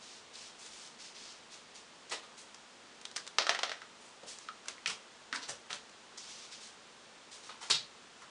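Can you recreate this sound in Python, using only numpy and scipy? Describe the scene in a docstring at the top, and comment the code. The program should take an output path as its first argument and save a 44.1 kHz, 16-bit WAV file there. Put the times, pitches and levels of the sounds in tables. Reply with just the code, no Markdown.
"""Mesh rustles through fingers over the steady hush and faint appliance hum of a small, hard kitchen.
One microphone stands near the table, where bait bags are emptied and refilled. Stiff mesh snaps as it
is opened, cord scuffs and hands bump; foam darts tumble into a shallow cardboard box and ring its card.
Fingers tap and scrape to pick them up, a full bag slaps down, and the walls answer every touch."""
import sys
import numpy as np
from scipy import signal
from scipy.fft import rfft, irfft, next_fast_len
from scipy.io import wavfile
from scipy.ndimage import uniform_filter1d

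SR = 44100
rng = np.random.default_rng(int(sys.argv[2]) if len(sys.argv) > 2 else 0)


def generate_wav(signal):
    """Clip the signal to [-1, 1] and save it as 16-bit WAV at the path in sys.argv[1]."""
    frames = np.transpose(np.atleast_2d(signal))
    scaled = np.clip(frames, -1, 1) * 32767
    pcm = np.round(scaled).astype(np.int16)
    wavfile.write(sys.argv[1], SR, pcm)


N = 366030
T, HZ = np.arange(16384) / SR, np.fft.rfftfreq(16384, 1 / SR)  # time and frequency axes of one event
HUSH_DB, MID_RING_HZ, TOP_HZ = -56.5, 3000, 10450
STROKE_ATTACK_S, STROKE_RELEASE_T60 = 0.02, 0.34  # the hand gets going quickly and lets go slowly

# the hush of the room: (frequency [Hz], gain [dB])
HUSH_SPECTRUM = [(15, -47), (25, -17.5), (86, -15), (225, -5), (282, -6), (434, -3), (756, -4.5),
                 (902, -3.5), (1320, -4.5), (2180, -8), (3350, -7), (4100, -9), (6970, -13), (9440, -20),
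                 (10400, -30), (13600, -66), (22000, -120)]
# a kitchen appliance: (frequency [Hz], level [dB])
APPLIANCE_HUM = [(218, -75), (242, -76)]
# how long the walls ring: (frequency [Hz], time to fall 60 dB [s])
KITCHEN_DECAY = [(150, 0.39), (1000, 0.27), (4000, 0.26), (10000, 0.21)]
# mesh drawn through the fingers: (time [s], length [s], level [dB], fizz relative to level [dB])
MESH_STROKES = [(0.0, 0.17, -57.5, -8.5), (0.328, 0.14, -54.5, -8), (0.578, 0.1, -56.5, -4),
                (0.703, 0.16, -56, -6), (0.981, 0.092, -55, -8.5), (1.14, 0.18, -54.5, -11),
                (1.503, 0.037, -54.5, -8.5), (1.738, 0.024, -54.5, -7.5), (2.367, 0.017, -55.5, -1),
                (3.997, 0.094, -70, 4), (4.261, 0.058, -51.5, -4), (4.39, 0.056, -61.5, -8),
                (6.19, 0.26, -55.5, -9), (6.275, 0.026, -52.5, -8), (6.504, 0.035, -50, -10.5),
                (6.598, 0.066, -54.5, -6.5), (7.304, 0.055, -55.5, -4.5), (7.419, .06, -57, -7),
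                (7.624, .05, -55.5, -8)]
# rubbing fibres: (frequency [Hz], gain [dB])
MESH_SPECTRUM = [(300, -19.5), (1200, -14.5), (2400, -5), (3600, -1.5), (5500, 0), (7200, -3.5),
                 (9500, -10), (11000, -27)]
# colour common to hits and slides: (frequency [Hz], gain [dB])
CONTACT_SPECTRUM = [(50, -22), (200, -8), (450, 8), (800, 8), (1400, -0.5), (4200, -0.5), (6000, 4),
                    (8000, 0.5), (10000, -7), (11000, -20)]
# stiff mesh and cord snapping: (time [s], relative level [dB], ring [Hz], ring gain [dB])
MESH_SNAPS = [(0.3552, -41, 4130, 18), (0.6636, -41.5, 6420, 3), (2.545, -41, 5300, 3),
              (3.014, -43, 1770, 3), (3.053, -31, 3530, 10), (3.114, -42, 4140, 5),
              (3.1625, -29.5, 5570, -5), (3.166, -26.5, 5250, 6), (3.1776, -33.5, 1690, 19),
              (3.267, -40, 4340, 3), (3.276, -34, 3770, 5), (4.387, -39.5, 6700, 10),
              (4.6575, -43.5, 1380, 15), (4.6839, -27, 5940, -6), (5.895, -49.5, 4500, -3)]
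# mesh, cord and darts sliding:
# (time [s], relative level [dB], ring [Hz], treble [dB], ring gain [dB], rise [s])
SHORT_SLIDES = [(2.094, -50.5, 6100, -3, 8, 0.0048), (2.106, -38.5, 2460, -8.5, -11, 0.02),
                (2.231, -55.5, 1000, -9, 7, 0.0027), (3.154, -47, 5000, -5, 0, 0.011),
                (4.230, -51, 520, -8, 23, .004), (4.668, -49.5, 3000, -7, 0, 0.024),
                (4.864, -40, 3100, 1, 9, 0.0097), (4.894, -41, 1090, -5, -7, 0.005),
                (5.335, -43.5, 1630, -7, 6, 0.019), (5.412, -47.5, 5230, -10, 10, 0.023),
                (5.477, -42.5, 553, -1.5, 6, 0.019), (5.693, -45, 1230, -9.5, 1, 0.017),
                (5.733, -46, 3800, -5.5, -6, .007), (6.172, -47.5, 5460, -3, 9, 0.0067),
                (7.489, -47, 1050, -14, 9, .007), (7.603, -48, 1080, -4.5, 6, 0.027),
                (8.206, -55.5, 1290, -2, 15, 0.016)]
# hands and bags bumping: (time [s], relative level [dB], pitch [Hz])
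SOFT_BUMPS = [(2.125, -59.5, 267), (4.233, -61, 169), (4.868, -57, 170), (5.328, -48, 282),
              (5.484, -57.5, 131), (5.706, -58, 185), (7.705, -46.5, 157)]
# darts landing in the box: (time [s], relative level [dB], ring [Hz], ring gain [dB])
DART_LANDINGS = [(3.3847, -14.5, 4840, 0.5), (3.4208, -29.5, 5000, -1), (3.4679, -23, 1280, 6.5),
                 (3.4937, -15.5, 1880, 2.5), (3.5486, -25, 1900, 8.5), (3.5902, -27, 950, 2),
                 (3.6327, -20.5, 3970, -2.5), (3.695, -31, 3730, -1), (3.717, -28.5, 1770, 8),
                 (3.8181, -38, 1560, 13)]
# resonances of the cardboard box: (frequency [Hz], width [Hz], gain [dB])
BOX_MODES = [(676, 146, 8), (1310, 160, 5), (1880, 160, 4), (3180, 440, 1.5), (3930, 690, -9.5),
             (5670, 970, 9.5)]
# fingers and darts tapping the card: (time [s], relative level [dB], ring [Hz], ring gain [dB])
CARD_TAPS = [(4.4865, -26.5, 1250, 15.5), (4.7815, -41, 2160, 22), (4.8598, -17.5, 2450, 12.5),
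             (4.8765, -23.5, 4830, 8), (4.9045, -29, 1050, 6), (5.3275, -21.5, 1680, 9),
             (5.3356, -24.5, 1520, 15), (5.3608, -27, 4430, 13), (5.7046, -30.5, 2300, 16),
             (5.7295, -24.5, 3600, 7), (7.4953, -42, 1000, 15)]
# a full bag landing: (time [s], relative level [dB], ring [Hz], treble [dB], ring gain [dB], rise [s])
BAG_LANDING = [(7.698, -31, 1930, -2, 3, 0.0044), (7.7, -25.5, 4100, -4, 15.5, 0.012),
               (7.734, -34, 4330, -6.5, 17, 0.017)]


def amp(db):
    """Decibels to gain."""
    return 10 ** (np.asarray(db) / 20)


def unit(x):
    """Scale to rms 1."""
    return x / np.sqrt(np.mean(x ** 2) + 1e-20)


def along(points, hz):
    """Interpolate (frequency [Hz], value) points on a log axis."""
    f, v = np.transpose(points)
    return np.interp(np.log(hz + 1), np.log(f + 1), v)


def add(track, s, sound):
    """Mix a sound into the track at s seconds."""
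    rest = track[round(s * SR):]
    rest[:len(sound)] += sound[:len(rest)]


def filtered(x, response):
    """Filter a whole track by a gain that depends on frequency."""
    size = next_fast_len(N + SR // 2)
    return irfft(rfft(x, size) * response(np.fft.rfftfreq(size, 1 / SR)), size)[:N]


def causal(x, gain):
    """Colour one event with a gain on HZ, ringing only after the blow."""
    cepstrum = irfft(np.log(np.maximum(gain, 1e-6)))
    cepstrum[1:len(T) // 2] *= 2
    cepstrum[len(T) // 2 + 1:] = 0
    return irfft(rfft(x) * np.exp(rfft(cepstrum)))


def resonance(hz, q):
    """Power response of one resonance on HZ."""
    return 1 / (1 + (q * (HZ / hz - hz / (HZ + 1))) ** 2)


def room_tone():
    """A steady hush all round the microphone, with a faint appliance hum."""
    hush = unit(filtered(rng.standard_normal(N), lambda hz: amp(along(HUSH_SPECTRUM, hz))))
    t = np.arange(N) / SR
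    hum = sum(amp(db) * np.sin(2 * np.pi * hz * t) for hz, db in APPLIANCE_HUM)
    return amp(HUSH_DB) * hush + hum


def echo(x, wet_db):
    """The walls' answer: a fresh noise tail for each place of the hands, treble dying first."""
    hz, t, spectrum = signal.stft(rng.standard_normal(SR // 2), SR, nperseg=256)
    decay = amp(-60 * t / along(KITCHEN_DECAY, hz)[:, None])
    tail = signal.istft(spectrum * decay, SR, nperseg=256)[1]
    tail *= 1 - np.exp(-(np.arange(len(tail)) / SR / 0.0025) ** 2)  # the first walls answer late
    return signal.fftconvolve(x, amp(wet_db) * tail / np.linalg.norm(tail))


def in_kitchen(x, wet_db):
    """What reaches the microphone: direct sound from the table plus its echo."""
    heard = echo(x, wet_db)
    add(heard, 0, x)
    return heard


def grit(size, rate, depth_db):
    """Friction: noise that catches and slips about rate times a second."""
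    knots = rng.standard_normal(size)
    catch = np.interp(np.arange(size) * rate / SR, np.arange(size), knots)
    return unit(rng.standard_normal(size) * amp(depth_db * catch))


def mesh_rustle():
    """Mesh slides through the fingers: fine dense catches, and strands flicking free at random."""
    friction = grit(N, rate=1100, depth_db=1.5)
    fibres = unit(filtered(friction, lambda hz: amp(along(MESH_SPECTRUM, hz))))
    flicks = (rng.random(N) < 160 / SR) * rng.standard_normal(N)  # about 160 a second
    strand = causal(signal.unit_impulse(len(T)), resonance(4240, q=1.06))
    rub = amp(2.5) * fibres + amp(-9) * unit(signal.fftconvolve(flicks, strand)[:N])
    fizz = filtered(rub, lambda hz: 1 / (1 + (7000 / (hz + 1)) ** 10))  # the part above 7 kHz
    rub_power, fizz_power, t = np.zeros(N), np.zeros(N), np.arange(SR) / SR
    for s, length, db, fizz_db in MESH_STROKES:
        release_db = -60 * np.maximum(t - length, 0) / STROKE_RELEASE_T60
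        speed = np.minimum(t / STROKE_ATTACK_S, 1) * amp(db + release_db)
        add(rub_power, s, speed ** 2)
        add(fizz_power, s, (amp(fizz_db) * speed) ** 2)  # each stroke has its own amount of high fizz
    rustle = np.sqrt(rub_power) * (rub - fizz) + np.sqrt(fizz_power) * unit(fizz)
    return in_kitchen(rustle, wet_db=-12)[:N]


def contact_colour(ring_hz, bass_db, treble_db, ring_db, q):
    """Hardness tilts the spectrum of a contact, and the touched spot has one steep-sided resonance."""
    tilt_db = along([(750, bass_db), (1300, 0), (4200, 0), (5800, treble_db)], HZ)
    ring = np.hypot(1, amp(ring_db) * resonance(ring_hz, q))
    return amp(along(CONTACT_SPECTRUM, HZ) + tilt_db) * ring


def hits(rows, modes, level_db, bass_db, treble_db, treble_db_per_octave, t60, q, crumple, wet_db):
    """Each contact is a sharp push and a brief crumpling, through the modes of what is hit."""
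    out, push = np.zeros(N), signal.unit_impulse(len(T))
    shell = np.sqrt(1 + sum(amp(db) ** 2 * resonance(hz, hz / width) for hz, width, db in modes))
    for s, db, ring_hz, ring_db in rows:
        bright_db = treble_db + treble_db_per_octave * np.log2(ring_hz / MID_RING_HZ)
        colour = shell * contact_colour(ring_hz, bass_db, bright_db, ring_db, q)
        colour *= amp(db + level_db) / np.sqrt(np.mean(colour ** 2))
        crush = rng.standard_normal(len(T)) * amp(-60 * T / t60)
        force = push + crumple * crush / np.linalg.norm(crush)
        power = uniform_filter1d(np.abs(rfft(force)) ** 2, size=260)
        add(out, s, causal(force, colour / np.sqrt(power)))  # whitened force: the body sets the colour
        add(out, s, echo(causal(push, colour), wet_db))  # the room gathers all directions smoothly
    return out


def mesh_snaps():
    """Stiff mesh and cord snap as a bag is opened: short, bright and mostly crumple."""
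    return hits(MESH_SNAPS, modes=[], level_db=16.5, bass_db=-15, treble_db=-2.5,
                treble_db_per_octave=-0.5, t60=0.015, q=2.5, crumple=6.3, wet_db=-8)


def scuffs(rows, level_db, bass_db, t60, q, wet_db):
    """Surfaces slide over each other: gritty friction swells and dies away."""
    out = np.zeros(N)
    for s, db, ring_hz, treble_db, ring_db, rise in rows:
        stroke = np.minimum(T / rise, 1) * amp(-60 * np.maximum(T - rise, 0) / t60)
        colour = contact_colour(ring_hz, bass_db, treble_db, ring_db, q)
        rub = unit(causal(grit(len(T), rate=990, depth_db=2.5), colour))
        add(out, s, in_kitchen(amp(db + level_db) * stroke * rub, wet_db))
    return out


def bumps():
    """Soft weight meets a surface: a low, quickly damped thud."""
    out = np.zeros(N)
    for s, db, hz in SOFT_BUMPS:
        envelope = amp(db + 3 - 60 * T / 0.058) * (1 - np.exp(-T / 0.0019))
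        add(out, s, in_kitchen(envelope * np.sin(2 * np.pi * hz * T), wet_db=4))
    return out


def falling_darts():
    """Foam darts tumble into the box and ring the cardboard with little treble."""
    return hits(DART_LANDINGS, BOX_MODES, level_db=17.5, bass_db=-10, treble_db=-15,
                treble_db_per_octave=-0.7, t60=0.022, q=1.8, crumple=1.7, wet_db=-3)


def card_taps():
    """Fingers and darts tap the box; a stiffer spot rings higher and brighter."""
    return hits(CARD_TAPS, BOX_MODES, level_db=13, bass_db=-20.5, treble_db=-10.5,
                treble_db_per_octave=7.5, t60=0.014, q=2.7, crumple=3.1, wet_db=-5)


def bag_slap():
    """A full bag slaps down, crushes and settles in three overlapping scuffs."""
    return scuffs(BAG_LANDING, level_db=2.5, bass_db=-14, t60=0.077, q=1.9, wet_db=-2.5)


def scene():
    """Everything at the table, heard in mono from one point nearby."""
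    slides = scuffs(SHORT_SLIDES, level_db=3.5, bass_db=-9.5, t60=0.11, q=1.6, wet_db=-2.5)
    handling = mesh_rustle() + mesh_snaps() + slides + bumps()
    return (room_tone() + handling + falling_darts() + card_taps() + bag_slap())[None]


def record(dry):
    """The microphone's channel cuts off steeply above TOP_HZ."""
    return filtered(dry[0], lambda hz: 1 / np.sqrt(1 + (hz / TOP_HZ) ** 70))[None]


dry = scene()
out = record(dry)
generate_wav(out)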